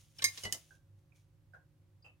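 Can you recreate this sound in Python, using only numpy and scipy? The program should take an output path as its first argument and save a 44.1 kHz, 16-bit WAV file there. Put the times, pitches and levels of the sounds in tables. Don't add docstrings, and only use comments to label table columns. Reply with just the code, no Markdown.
import sys
import numpy as np
from scipy import signal
from scipy.fft import rfft, irfft, next_fast_len
from scipy.io import wavfile
from scipy.ndimage import map_coordinates

SR = 44100
rng = np.random.default_rng(int(sys.argv[2]) if len(sys.argv) > 2 else 0)


def dump(signal):
    limited = np.clip(np.atleast_2d(signal).T, -1, 1)
    pcm = np.round(limited * 32767).astype(np.int16)
    wavfile.write(sys.argv[1], SR, pcm)


N = 97020
T = np.arange(SR // 3) / SR

# f/Hz, relative level/dB
AIR_COLOUR = [(15, -55.5), (25, -13), (108, -0.5), (166, -12), (200, -17.5), (363, -20.5), (416, -29.5),
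              (545, -20.5), (659, -33), (714, -28.5), (7710, -42), (12200, -42), (16000, -45.5)]
# f/Hz, likeness (1 = the same)
LIKENESS = [(30, .9), (150, 0.72), (600, .6), (2000, .3), (10000, 0.14)]
# f/Hz, time to fall 60 dB/s
ROOM_FADE = [(200, 0.27), (2000, 0.2), (6000, 0.17), (14000, .2)]
# t/s, level/dB
HUM_LEVEL = [(0.0, -66), (0.04, -66.5), (0.1, -107), (0.27, -56.5), (0.38, -74), (0.46, -53), (0.64, -84),
             (0.76, -62.5), (0.84, -73.5), (0.92, -57.5), (1.13, -77.5), (1.16, -75), (1.55, -65),
             (1.62, -82), (1.92, -64.5), (2.2, -75)]
# centre f/Hz, width of the pitch wander/Hz, average level/dB
HUM_TONES = [(125.8, 9, -78.5), (152.7, 3, -74.5), (302.5, 4, -86), (360.5, 3, -89.5), (544.5, 2.5, -91)]
# t/s, average level/dB
RUSTLE_LEVEL = [(0, -65), (.09, -75), (.15, -74), (.18, -66), (.3, -61.5), (.36, -55), (.42, -53),
                (.5, -65), (.6, -65), (.68, -72), (.76, -74), (.81, -88.5), (.96, -103), (.99, -85.5),
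                (1.06, -96), (1.13, -98), (1.16, -74.5), (1.2, -79.5), (1.25, -86), (1.29, -98),
                (1.4, -103)]
# f/Hz, relative level/dB
CARD_COLOUR = [(300, -32), (600, -13.5), (1500, -11.5), (2150, -6.5), (3500, -3), (4650, -6.5),
               (6500, -0.5), (8000, -9.5), (9500, -4.5), (12000, -13), (16000, -16)]
# t/s, note level/dB, note f/Hz, note time to fall 60 dB/s, room relative level/dB,
# knock level/dB, knock tilt/dB per octave, left minus right/dB
FAR_TAPS = [(.707, -53.5, 1574, .05, 0.5, -66, -4, -3), (.866, -92, 3367, .02, -6, -83, 4, 6),
            (1.121, -60.5, 2397, 0.038, -5.5, -75, 4, -2.5), (1.15, -74, 2287, 0.092, -0.5, -84.5, -1, -1),
            (1.535, -51, 1560, 0.052, 0, -60.5, 1.5, -6), (1.535, -77, 4860, .03, -3, -89, -3, 0.5),
            (1.546, -50.5, 1532, 0.052, 3, -65.5, -0.5, 19), (2.024, -59, 4810, .04, -1.5, -88, 7, -3.5),
            (2.044, -55.5, 2636, .12, 3, -59.5, 2.5, -2.5), (2.046, -60.5, 2980, 0.063, 3, -71.5, 2.5, 1)]
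# f/Hz, relative level/dB
KNOCK_COLOUR = [(200, -15), (350, -6), (580, 11), (1000, 1.5), (1800, -6), (3200, -20), (4500, -23),
                (6500, -22.5), (12000, -32)]
# t/s, rise of rattle and rings/s, snap level/dB, rattle level/dB,
# snap and rattle f/Hz, tray level/dB, stand level/dB, ring tilt/dB per octave, thud level/dB,
# left minus right/dB
GUN_CONTACTS = [(0.183, .003, -62, -53, 5540, -71, -64, 0, -71, -4.5),
                (0.1894, .0015, -46.5, -49, 2970, -67.5, -49, -1.5, -58.5, -2.5),
                (0.2198, .002, -42.5, -32.5, 3900, -40.5, -65.5, -10.5, -50, -1.5),
                (.242, 0.00024, -11, -24.5, 6500, -21.5, -55.5, 2, -53.5, -2),
                (.284, .002, -57.5, -51, 5000, -49.5, -65, 0.5, -80, -0.5),
                (0.3746, .0008, -40, -40.5, 3977, -50.5, -68, -5, -59, -0.5),
                (0.426, .008, -63.5, -52, 5000, -65, -46.5, -2.5, -63.5, -2.5),
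                (0.4347, .002, -50, -43, 6000, -42.5, -37, 3, -48.5, -4),
                (0.4497, .001, -34, -38, 4500, -59, -31.5, -4, -41.5, 1.5),
                (.471, .001, -42, -55.5, 3830, -82.5, -55, -2, -49.5, 2),
                (.5246, .0003, -16.5, -33, 6500, -52, -34, 12, -49.5, -4),
                (.543, .003, -57, -40.5, 6000, -64, -54.5, 9, -53, 1)]
# f/Hz, relative level/dB, time to fall 60 dB before extra damping/s
TRAY_MODES = [(1112, -15, 0.11), (1797, -8.5, .07), (2118, -2.5, 0.14), (2350, -12.5, .08),
              (3340, -26.5, .04), (3963, -6.5, 0.096), (4876, 0, .05), (5084, -0.5, .06), (6280, -6, 0.086),
              (6480, -13, 0.017), (6650, -18, .05), (8900, -9.5, 0.076), (10310, -11.5, .04),
              (13200, -14.5, .03)]
# f/Hz, relative level/dB, time to fall 60 dB before extra damping/s
STAND_MODES = [(2966, 0.5, 0.067), (4393, -15.5, .05), (5950, -16.5, .06), (6212, -20.5, .06),
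               (6680, -20.5, .06), (9400, -25, 0.062)]
# f/Hz, relative level/dB
THUD_COLOUR = [(40, -10), (100, -7), (250, -6), (700, -9), (1500, -17.5), (4000, -68)]
# t/s, level/dB, f/Hz,
# time to fall 60 dB before extra damping/s
SHORT_PINGS = [(.186, -45.5, 5400, .03), (.187, -49, 9700, .025), (.189, -41.5, 3300, .04),
               (.196, -48, 2400, .04), (.203, -48.5, 1550, .05), (.2215, -40, 8000, .015),
               (.222, -33, 3900, .04), (.277, -41.5, 2400, .04), (.287, -40, 5000, .02),
               (.437, -39, 9500, .03), (.4525, -39.5, 2003, .2), (.525, -44, 1800, 0.048),
               (.529, -47.5, 2043, 0.096)]

AIR_DB, HUM_HZ = -69, 100
TAP_ROUGH, TAP_Q = 0.85, 6.7
SNAP_S, RATTLE_S, THUD_S, KNOCK_S = 0.0033, 0.066, 0.13, 0.095
RATTLE_Q = 0.92
BLUR = 0.28
FLUTTER_DB = 3
FREE_S, DAMPED_S = 0.052, 0.05
TRAY_LAG_S, STAND_LAG_S = 0.00013, 0.00002
WET_DB = -10
TOP_HZ = 16200


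def amp(db):
    return 10 ** (np.asarray(db) / 20)


def unit(x):
    return x / np.sqrt(np.mean(x ** 2) + 1e-20)


def along(points, hz):
    f, v = np.transpose(points)
    return np.interp(np.log(hz + 1), np.log(f + 1), v)


def curve(rows):
    return np.interp(np.arange(N) / SR, *np.transpose(rows))


def wobble(rate, size=N):
    points = rng.standard_normal(int(size * rate / SR) + 4)
    return map_coordinates(points, [np.arange(size) * rate / SR])


def filtered(x, response):
    m = next_fast_len(x.shape[-1] + 8192)
    spectrum = rfft(x, m) * response(np.fft.rfftfreq(m, 1 / SR))
    return irfft(spectrum, m)[..., :x.shape[-1]]


def noise(size, gain, alike):
    def mid_and_side_gain(hz):
        turn = np.arccos(np.clip(along(alike, hz), -1, 1)) / 2
        return gain(hz) * [np.cos(turn), np.sin(turn)]

    mid, side = filtered(rng.standard_normal((2, size)), mid_and_side_gain)
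    return unit(np.array([mid + side, mid - side]))


def peak(centre_hz, q):
    def gain(hz):
        spread = hz * centre_hz / q
        return spread ** 2 / np.abs(centre_hz ** 2 - hz ** 2 + 1j * spread) ** 2

    return gain


def fade(t60, rise):
    return amp(-60 * T / t60) * (1 - np.exp(-T / rise))


def add(out, s, sound, pan_db, wet_db):
    hz, t, z = signal.stft(noise(SR // 2, lambda f: 1, LIKENESS), SR, nperseg=256)
    fading = z * amp(-60 * t / along(ROOM_FADE, hz)[:, None])
    tail = signal.istft(fading, SR, nperseg=256)[1]
    tail[:, :200] = 0
    both = amp(wet_db) * signal.fftconvolve(sound, tail / np.linalg.norm(tail[0]), axes=1)
    both[:, :len(T)] += sound * amp([[pan_db / 2], [-pan_db / 2]])
    at = round(s * SR)
    out[:, at:at + both.shape[1]] += both[:, :N - at]


def air():
    hiss = noise(N, lambda hz: amp(along(AIR_COLOUR, hz)), LIKENESS)
    return amp(AIR_DB) * hiss * amp([[-.7], [.7]])


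def hum():
    t = np.arange(N) / SR
    low_wave = np.sin(2 * np.pi * HUM_HZ * t + .6 * wobble(9))
    hums = np.sqrt(2) * amp(curve(HUM_LEVEL)) * low_wave
    for hz, width, db in HUM_TONES:
        level = np.sqrt(2) * amp(db + 1.5 * wobble(8.8))
        pitch = hz + width / 4 * wobble(9.9)
        hums += level * np.sin(2 * np.pi * np.cumsum(pitch) / SR)
    return hums * amp([[-.9], [.9]])


def rustle():
    after_last = np.arange(N) / SR > RUSTLE_LEVEL[-1][0]
    level_db = curve(RUSTLE_LEVEL) - 40 * after_last
    grain_db = 0.52 * wobble(44) + 1.5 * wobble(400)
    rub = noise(N, lambda hz: amp(along(CARD_COLOUR, hz)), [(1000, 0.6)])
    return amp(level_db + grain_db) * rub


def taps():
    out = np.zeros((2, N))
    for s, db, hz, t60, room_db, knock_db, tilt_db, pan_db in FAR_TAPS:
        tone = np.sin(2 * np.pi * hz * T + np.array([[.8], [-.8]]))
        note = tone + TAP_ROUGH * noise(len(T), lambda f: peak(hz, TAP_Q)(f) ** 2, [(1000, 0.3)])
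        knock = noise(len(T), lambda f: amp(along(KNOCK_COLOUR, f) + tilt_db * np.log2(f / 1000 + 0.11)),
                      LIKENESS)
        tap = fade(t60, 0.0028) * amp(db) * note + fade(KNOCK_S, 0.006) * amp(knock_db) * knock
        add(out, s, tap, pan_db, room_db)
    return out


def ring(modes, rise, tilt_db, lag):
    out = np.zeros((2, len(T)))
    for hz, db, t60 in modes:
        shared = wobble(150, size=len(T))
        each_side = np.array([wobble(100, size=len(T)), wobble(110, size=len(T))])
        wander = shared + .4 * each_side
        heard_at = T - lag * np.array([[1], [0]])
        phase = 2 * np.pi * hz * heard_at + BLUR * hz / 1000 * wander
        level_db = db + rng.normal(0, 0.68) + tilt_db * np.log2(hz / 3000)
        flutter_db = FLUTTER_DB * wobble(120, size=len(T))
        out += amp(level_db + flutter_db) * fade(t60, rise) * np.sin(phase)
    return out * amp(-60 * np.maximum(T - FREE_S, 0) / DAMPED_S)


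def snap(hz):
    waves = np.sin(2 * np.pi * hz * T)
    waves += .4 * np.sin(2 * np.pi * 1.9 * hz * T) + .25 * np.sin(2 * np.pi * 2.2 * hz * T)
    click = fade(SNAP_S, .00006) * waves
    return np.array([np.roll(click, round(TRAY_LAG_S * SR)), click])


def rattle(hz, rise):
    grain = amp(1.9 * wobble(750, size=len(T)))
    return grain * fade(RATTLE_S, rise) * noise(len(T), peak(hz, RATTLE_Q), [(1000, 0.18)])


def thud():
    low_noise = noise(len(T), lambda f: amp(along(THUD_COLOUR, f)), [(300, 0.62), (1500, .5)])
    return fade(THUD_S, .003) * low_noise


def gun():
    out = np.zeros((2, N))
    for s, rise, snap_db, rattle_db, hz, tray_db, stand_db, tilt_db, thud_db, pan_db in GUN_CONTACTS:
        contact = amp(snap_db) * snap(hz)
        contact = contact + amp(rattle_db) * rattle(hz, rise)
        contact += amp(thud_db) * thud()
        contact += amp(tray_db) * ring(TRAY_MODES, rise, tilt_db, TRAY_LAG_S)
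        contact += amp(stand_db) * ring(STAND_MODES, rise, tilt_db, STAND_LAG_S)
        add(out, s, contact, pan_db, WET_DB)
    for s, db, hz, t60 in SHORT_PINGS:
        ping = amp(db) * ring([(hz, 0, t60)], 0.0005, 0, TRAY_LAG_S)
        add(out, s, ping, 0, WET_DB)
    return out


def scene():
    return air() + hum() + rustle() + taps() + gun()


def record(dry):
    return filtered(dry, lambda hz: hz < TOP_HZ)


dry = scene()
out = record(dry)
dump(out)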